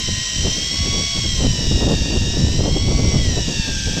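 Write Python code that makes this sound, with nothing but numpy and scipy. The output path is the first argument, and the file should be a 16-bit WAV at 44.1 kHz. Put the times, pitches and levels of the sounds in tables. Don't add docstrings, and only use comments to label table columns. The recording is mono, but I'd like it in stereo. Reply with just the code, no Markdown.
import sys
import numpy as np
from scipy import signal
from scipy.fft import rfft, irfft
from scipy.io import wavfile
from scipy.ndimage import uniform_filter1d, minimum_filter1d

SR = 44100
rng = np.random.default_rng(int(sys.argv[2]) if len(sys.argv) > 2 else 0)


def generate_wav(signal):
    frames = np.transpose(np.atleast_2d(signal))
    scaled = np.clip(frames, -1, 1) * 32767
    pcm = np.round(scaled).astype(np.int16)
    wavfile.write(sys.argv[1], SR, pcm)


N = 176400
TIME = np.arange(N) / SR
BIN_HZ = np.maximum(np.arange(N // 2 + 1) * SR / N, 1)


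def from_db(db):
    return 10 ** (np.asarray(db) / 20)


def unit_rms(x):
    return x / np.sqrt(np.mean(x ** 2) + 1e-20)


def in_time(rows):
    return np.interp(TIME, *np.transpose(rows))


def glide(rows):
    times, values = np.transpose(rows)
    slope = np.gradient(values, times)
    i = np.clip(np.searchsorted(times, TIME) - 1, 0, len(times) - 2)
    span, rise = times[i + 1] - times[i], values[i + 1] - values[i]
    u = (TIME - times[i]) / span
    bend = (1 - u) * (slope[i] * span - rise) - u * (slope[i + 1] * span - rise)
    return values[i] + u * rise + u * (1 - u) * bend


def per_bin(rows, column=1):
    columns = np.transpose(rows)
    return np.interp(np.log(BIN_HZ), np.log(columns[0]), columns[column])


def drift(corner_hz, step=20):
    count = N // step
    lowpass = 1 / (1 + (BIN_HZ[:count // 2 + 1] / corner_hz) ** 2)
    slow = irfft(rfft(rng.standard_normal(count)) * lowpass, count)
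    return np.interp(np.arange(N) / step, np.arange(count), unit_rms(slow))


def pan(balance_db):
    gains = from_db(np.array([balance_db, -balance_db]) / 2)
    return gains / np.sqrt(np.mean(gains ** 2, axis=0))


def stereo_noise(gain_db):
    return irfft(rfft(rng.standard_normal((2, N))) * from_db(gain_db), N)


# frequency_hz, relative_db
SEA_SPECTRUM = [(60, -5.5), (200, -7), (500, -18), (1200, -3), (4000, -21), (15000, -52)]


def sea(level_db=-54.5):
    return from_db(level_db) * unit_rms(stereo_noise(per_bin(SEA_SPECTRUM)))


# frequency_hz, left_minus_right_db, coherence
WIND_IMAGE = [(30, -1.5, .65), (70, -.5, .55), (160, 5.5, .38), (320, 11.5, .3), (700, 13, .3)]


def turbulence(spectrum, flutter_db, flutter_hz):
    balance_db, coherence = per_bin(WIND_IMAGE), per_bin(WIND_IMAGE, column=2)
    noise = rng.standard_normal((2, N))
    flutter = from_db(flutter_db * np.clip(drift(flutter_hz), -2, 2))
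    mid, side = rfft(noise * flutter)
    ports = np.sqrt(1 + coherence) * mid + np.sqrt(1 - coherence) * side * [[1], [-1]]
    pressure = irfft(ports * pan(balance_db) * from_db(per_bin(spectrum)), N)
    return pressure / pressure.mean(axis=0).std()


# time_s, level_db
RUMBLE_ENVELOPE = [(0.0, -29), (0.11, -23), (0.3, -38), (0.32, -31), (0.4, -22), (0.71, -30.5),
                   (0.82, -22.5), (1.02, -23.5), (1.07, -35), (1.14, -28.5), (1.18, -22), (1.34, -28.5),
                   (1.41, -14.5), (1.61, -26.5), (1.67, -20.5), (1.74, -14.5), (1.79, -21), (1.99, -17),
                   (2.02, -20), (2.33, -23), (2.42, -13.5), (2.51, -19.5), (2.6, -11.5), (2.62, -18.5),
                   (2.81, -18.5), (2.84, -18), (3.09, -15.5), (3.13, -21.5), (3.16, -12), (3.23, -17.5),
                   (3.32, -15.5), (3.56, -28.5), (3.6, -18), (3.62, -31), (3.78, -21.5), (3.81, -25.5),
                   (3.98, -22), (4.0, -29)]
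BUFFET_ENVELOPE = [(0.0, -36.5), (0.07, -55), (0.09, -24.5), (0.1, -39.5), (0.31, -47.5), (0.47, -26.5),
                   (0.53, -39), (0.61, -31), (0.7, -49), (0.71, -30), (0.81, -44), (0.87, -25), (0.91, -40),
                   (0.93, -26), (1.01, -26.5), (1.05, -42), (1.11, -51), (1.18, -28), (1.21, -56),
                   (1.25, -28), (1.29, -35), (1.31, -45.5), (1.45, -19.5), (1.53, -39), (1.54, -31),
                   (1.67, -28), (1.7, -52), (1.71, -32), (1.77, -28.5), (1.82, -30.5), (1.86, -20),
                   (1.93, -21.5), (1.98, -32), (2.17, -24), (2.19, -41), (2.24, -26), (2.29, -33),
                   (2.37, -28), (2.48, -28.5), (2.61, -24), (2.63, -27), (2.65, -21), (2.83, -29),
                   (2.9, -24.5), (3.1, -25.5), (3.16, -22.5), (3.21, -28.5), (3.41, -27), (3.44, -40),
                   (3.49, -25), (3.63, -46.5), (3.69, -24.5), (3.73, -40.5), (3.83, -43.5), (3.89, -26),
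                   (3.92, -38), (3.98, -25), (4.0, -40)]
# frequency_hz, relative_db
RUMBLE_SPECTRUM = [(12, -4), (25, -4.5), (55, -1), (80, -1), (120, -4.5), (200, -11), (350, -24),
                   (800, -90)]
BUFFET_SPECTRUM = [(80, -17), (160, 1), (240, 0.5), (400, -4.5), (600, -10.5), (900, -19.5), (1400, -30.5),
                   (3000, -62)]


def wind(rumble_gain_db=1, buffet_gain_db=1.5):
    rumble = turbulence(RUMBLE_SPECTRUM, flutter_db=2.5, flutter_hz=15)
    buffet = turbulence(BUFFET_SPECTRUM, flutter_db=3.0, flutter_hz=64)
    return (rumble * from_db(in_time(RUMBLE_ENVELOPE) + rumble_gain_db)
            + buffet * from_db(in_time(BUFFET_ENVELOPE) + buffet_gain_db))


# centre_s, half_width_s, level_db
EDDIES = [(0.464, 0.04, -18.5), (0.841, 0.011, -26), (1.185, 0.022, -18), (1.428, 0.037, -19),
          (1.718, 0.01, -12.5), (1.823, 0.027, -11.5), (1.914, 0.023, -12), (2.173, 0.017, -16),
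          (2.607, 0.006, -10), (2.659, 0.025, -15.5), (2.767, 0.021, -13.5), (2.999, 0.018, -14.5),
          (3.374, 0.017, -15.5)]
# frequency_hz, relative_db
EDDY_SPECTRUM = [(40, 2.5), (120, 4.5), (300, 0.5), (450, -3.5), (700, -11), (1300, -27), (3000, -54)]


def eddies(gain_db=-3):
    air = turbulence(EDDY_SPECTRUM, flutter_db=1, flutter_hz=37)
    running_rms = np.sqrt(uniform_filter1d(air.mean(axis=0) ** 2, size=900) + 1e-6)
    envelope = sum(from_db(level_db + gain_db) * np.exp(-2 * ((TIME - centre_s) / half_width_s) ** 2)
                   for centre_s, half_width_s, level_db in EDDIES)
    return air / running_rms * envelope


def throb(turns, depth):
    return 1 + depth * np.sin(2 * np.pi * 2 * turns)


def shaft_harmonic(order, turns, roughness, width_hz=71):
    phase = 2 * np.pi * (round(order) * turns + rng.random())
    in_phase = 1 + roughness * drift(width_hz)
    quadrature = roughness * drift(width_hz)
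    return np.sqrt(2) * (in_phase * np.sin(phase) + quadrature * np.cos(phase))


# frequency_hz, relative_to_shared_hiss_db
INCOHERENT_RASP = [(1000, -7), (2500, -11), (4500, -5), (6000, -9), (8000, -11), (12000, -3)]


def gear_rasp(turns, hiss_db=-16.5, wear_db=-26, wear_points=1024):
    profile = signal.resample(rng.standard_normal(wear_points), wear_points * 10)
    wear = np.interp(turns % 1, np.arange(len(profile)) / len(profile), profile)
    shared_hiss = from_db(hiss_db) * rng.standard_normal(N)
    incoherent_hiss = stereo_noise(hiss_db + per_bin(INCOHERENT_RASP))
    return (shared_hiss + incoherent_hiss + from_db(wear_db) * wear) * throb(turns, depth=0.04)


# cycles_per_turn, level_db
GEAR_HARMONICS = [(19, -29), (31, -25.5), (60, -37), (62, -33), (64, -38.5), (84, -38.5), (88, -45),
                  (91, -44.5), (95, -37), (108, -44), (115, -42), (117, -37.5), (122, -43.5), (126, -37.5),
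                  (157, -39), (187, -44.5), (217, -39.5), (232, -36.5)]
# centre_hz, bandwidth_hz, gain_db
GEAR_RESONANCES = [(682, 21, 4), (1119, 25, 7.5), (1790, 110, 1), (2210, 155, 7), (2960, 150, -2.5),
                   (3340, 310, 4), (3770, 150, -0.5), (4510, 120, 5), (5440, 260, 5), (6300, 180, 1.5),
                   (7360, 830, 4.5)]
# time_s, gain_db
TONE_ENVELOPE = [(0, 3), (.6, -1.5), (1.2, 0.5), (1.8, 0.5), (2.4, 0), (3.1, 1.5), (4, -1)]


def gear_tones(turns, flutter_db=2.5, flutter_hz=5.3):
    tones = 0
    for order, level_db in GEAR_HARMONICS:
        tone = shaft_harmonic(order, turns, roughness=0.32)
        tones += tone * from_db(level_db + flutter_db * drift(flutter_hz))
    response_db = sum(gain_db / (1 + (2 * (BIN_HZ - centre_hz) / bandwidth_hz) ** 2)
                      for centre_hz, bandwidth_hz, gain_db in GEAR_RESONANCES)
    resonant = irfft(rfft(tones) * from_db(response_db), N)
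    return resonant * from_db(in_time(TONE_ENVELOPE)) * throb(turns, depth=0.2)


# time_s, level_db
WHINE_57 = [(0.0, -42.0), (0.18, -37), (0.5, -43), (0.78, -38), (1.24, -47.5), (1.3, -40.5), (1.66, -46),
            (1.78, -52), (1.94, -43.5), (2.2, -51), (2.24, -45), (2.32, -46), (2.38, -44.5), (2.76, -47),
            (3.26, -35.5), (3.46, -48), (3.74, -37.5), (3.98, -38.0)]
WHINE_93 = [(0, -34), (.45, -31), (.62, -30), (.78, -35), (.95, -29), (1.28, -31.5), (1.64, -37.5),
            (2.1, -35.5), (2.3, -37.5), (2.48, -42), (2.63, -43), (2.76, -30.5), (3.02, -48), (3.2, -33.5),
            (3.34, -42), (3.48, -37), (3.64, -36.5), (3.76, -53), (4, -49)]
WHINE_124 = [(0.0, -44), (0.18, -37), (0.3, -45), (0.46, -39), (0.62, -40), (0.78, -36.0), (1.16, -36.0),
             (1.3, -43), (1.86, -32.0), (2.14, -38.5), (2.42, -34.5), (2.66, -41.5), (2.92, -38.5),
             (3.24, -46.0), (3.36, -35), (3.56, -44), (3.62, -37), (3.98, -43)]
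WHINE_155 = [(0.0, -50), (0.3, -52), (0.38, -54.0), (0.44, -43), (0.74, -29.5), (1.28, -32.5),
             (1.46, -45.0), (1.62, -40), (1.8, -47), (2.12, -35), (2.24, -50), (2.74, -35), (3.16, -31),
             (3.34, -47.0), (3.54, -39.0), (3.7, -39), (3.84, -58.0), (3.98, -44.0)]
WHINE_174 = [(0, -38), (.1, -33.5), (.54, -30.5), (.74, -47), (1.02, -41), (1.2, -46), (1.34, -33),
             (1.68, -30), (1.84, -34), (1.94, -44), (2.18, -45), (2.4, -34), (2.66, -39), (2.76, -50),
             (3.22, -44), (3.3, -33), (3.62, -45), (4, -46)]
LEADING_WHINES = [(93.02, WHINE_93, 0.24, 0.11, 0.23), (123.6, WHINE_124, .05, 0.24, 0.21),
                  (154.8, WHINE_155, 0.18, .4, 0.23), (57, WHINE_57, 0.16, 0.074, 0.28),
                  (174.6, WHINE_174, 0.22, .02, 0.34)]


def whines(turns, gain_db=1, flutter_db=0.7, flutter_hz=5.3):
    out = 0
    for order, envelope, wobble_depth, throb_depth, roughness in LEADING_WHINES:
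        level_db = in_time(envelope) + gain_db + flutter_db * drift(flutter_hz)
        modulation = throb(turns, throb_depth) + wobble_depth * np.cos(2 * np.pi * turns)
        out += from_db(level_db) * modulation * shaft_harmonic(order, turns, roughness)
    return out


# frequency_hz, left_minus_right_db
LEVEL_DIFFERENCE = [(600, -0.5), (1100, 0), (1600, 6), (1950, -2), (2300, 4), (3100, 2), (3750, 4.5),
                    (4900, 8), (5500, 0), (6200, -1.5), (7000, -1), (8000, -1.5), (14000, 2.5)]
# frequency_hz, left_lead_rad
PHASE_DIFFERENCE = [(300, 0), (1200, .24), (2000, 1), (2670, -.71), (3100, 0), (4400, .86), (4700, .65),
                    (5000, -1.06), (5600, -.65), (6500, -.1), (9000, .1), (14000, -.6)]


def path_to_microphones(scatter_db=-29, decay_s=0.0067):
    direct = np.exp(np.outer([1j, -1j], per_bin(PHASE_DIFFERENCE) / 2))
    reflections = rng.standard_normal((2, N)) * np.exp(-TIME / decay_s)
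    scatter = from_db(scatter_db) * rfft(unit_rms(reflections)) / np.sqrt(N)
    return pan(per_bin(LEVEL_DIFFERENCE)) * (direct + scatter)


# time_s, pitch_hz
MESH_RATE = [(0, 1040), (.1, 1023), (.22, 1034), (.38, 1028), (.47, 1036), (.6, 1067), (.75, 1096),
             (.9, 1115), (1.05, 1114), (1.2, 1096), (1.35, 1058), (1.5, 1008), (1.65, 966), (1.8, 943),
             (1.95, 927), (2.08, 920), (2.3, 937), (2.45, 969), (2.6, 1020), (2.72, 1070), (2.87, 1112),
             (3.02, 1127), (3.15, 1111), (3.25, 1066), (3.35, 996), (3.45, 950), (3.6, 902), (3.72, 872),
             (3.85, 859), (4, 875)]
# time_s, level_db
GEAR_ENVELOPE = [(0.0, -18), (0.53, -17), (1.15, -17.5), (2.26, -20), (2.56, -20), (2.61, -21.5),
                 (2.74, -22), (3.29, -19.5), (3.98, -18), (4.0, -16)]
# frequency_hz, gain_db
HOUSING_RESPONSE = [(200, -18.5), (600, -25.5), (1100, -26), (1420, -19.5), (1600, -15), (1740, -15.5),
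                    (1900, -13), (2100, -19.5), (2250, -14), (2450, -10.5), (2780, -8), (2920, -5.5),
                    (3100, -8.5), (3310, -6), (3420, -11), (3780, -3), (4230, -11), (4520, -5.5),
                    (4850, -5), (5350, -1.5), (5750, 0.5), (6200, -9), (6500, -6.5), (6900, -13.5),
                    (7600, -9), (8000, -14.5), (8350, -20.5), (9400, -28), (10000, -42), (11800, -33),
                    (15000, -41.5)]


def reel(teeth=31, speed_jitter=0.001222, jitter_hz=13.7):
    mesh_hz = glide(MESH_RATE) * (1 + speed_jitter * drift(jitter_hz))
    turns = np.cumsum(mesh_hz) / teeth / SR
    level_db = in_time(GEAR_ENVELOPE)
    gears = (gear_tones(turns) + gear_rasp(turns)) * from_db(level_db - level_db.mean())
    radiated = rfft(gears) * from_db(per_bin(HOUSING_RESPONSE)) + rfft(whines(turns))
    return irfft(radiated * path_to_microphones(), N)


def scene():
    return sea() + wind() + eddies() + reel()


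def record(dry, ceiling=0.84, smoothing_s=0.006, cutoff_hz=15100):
    window = int(smoothing_s * SR)
    gain = np.minimum(1, ceiling / (np.abs(dry).max(axis=0) + 1e-9))
    smooth_gain = uniform_filter1d(minimum_filter1d(gain, 2 * window), window)
    lowpass = signal.ellip(10, .1, 80, cutoff_hz, fs=SR, output="sos")
    return signal.sosfilt(lowpass, dry * smooth_gain)


dry = scene()
out = record(dry)
generate_wav(out)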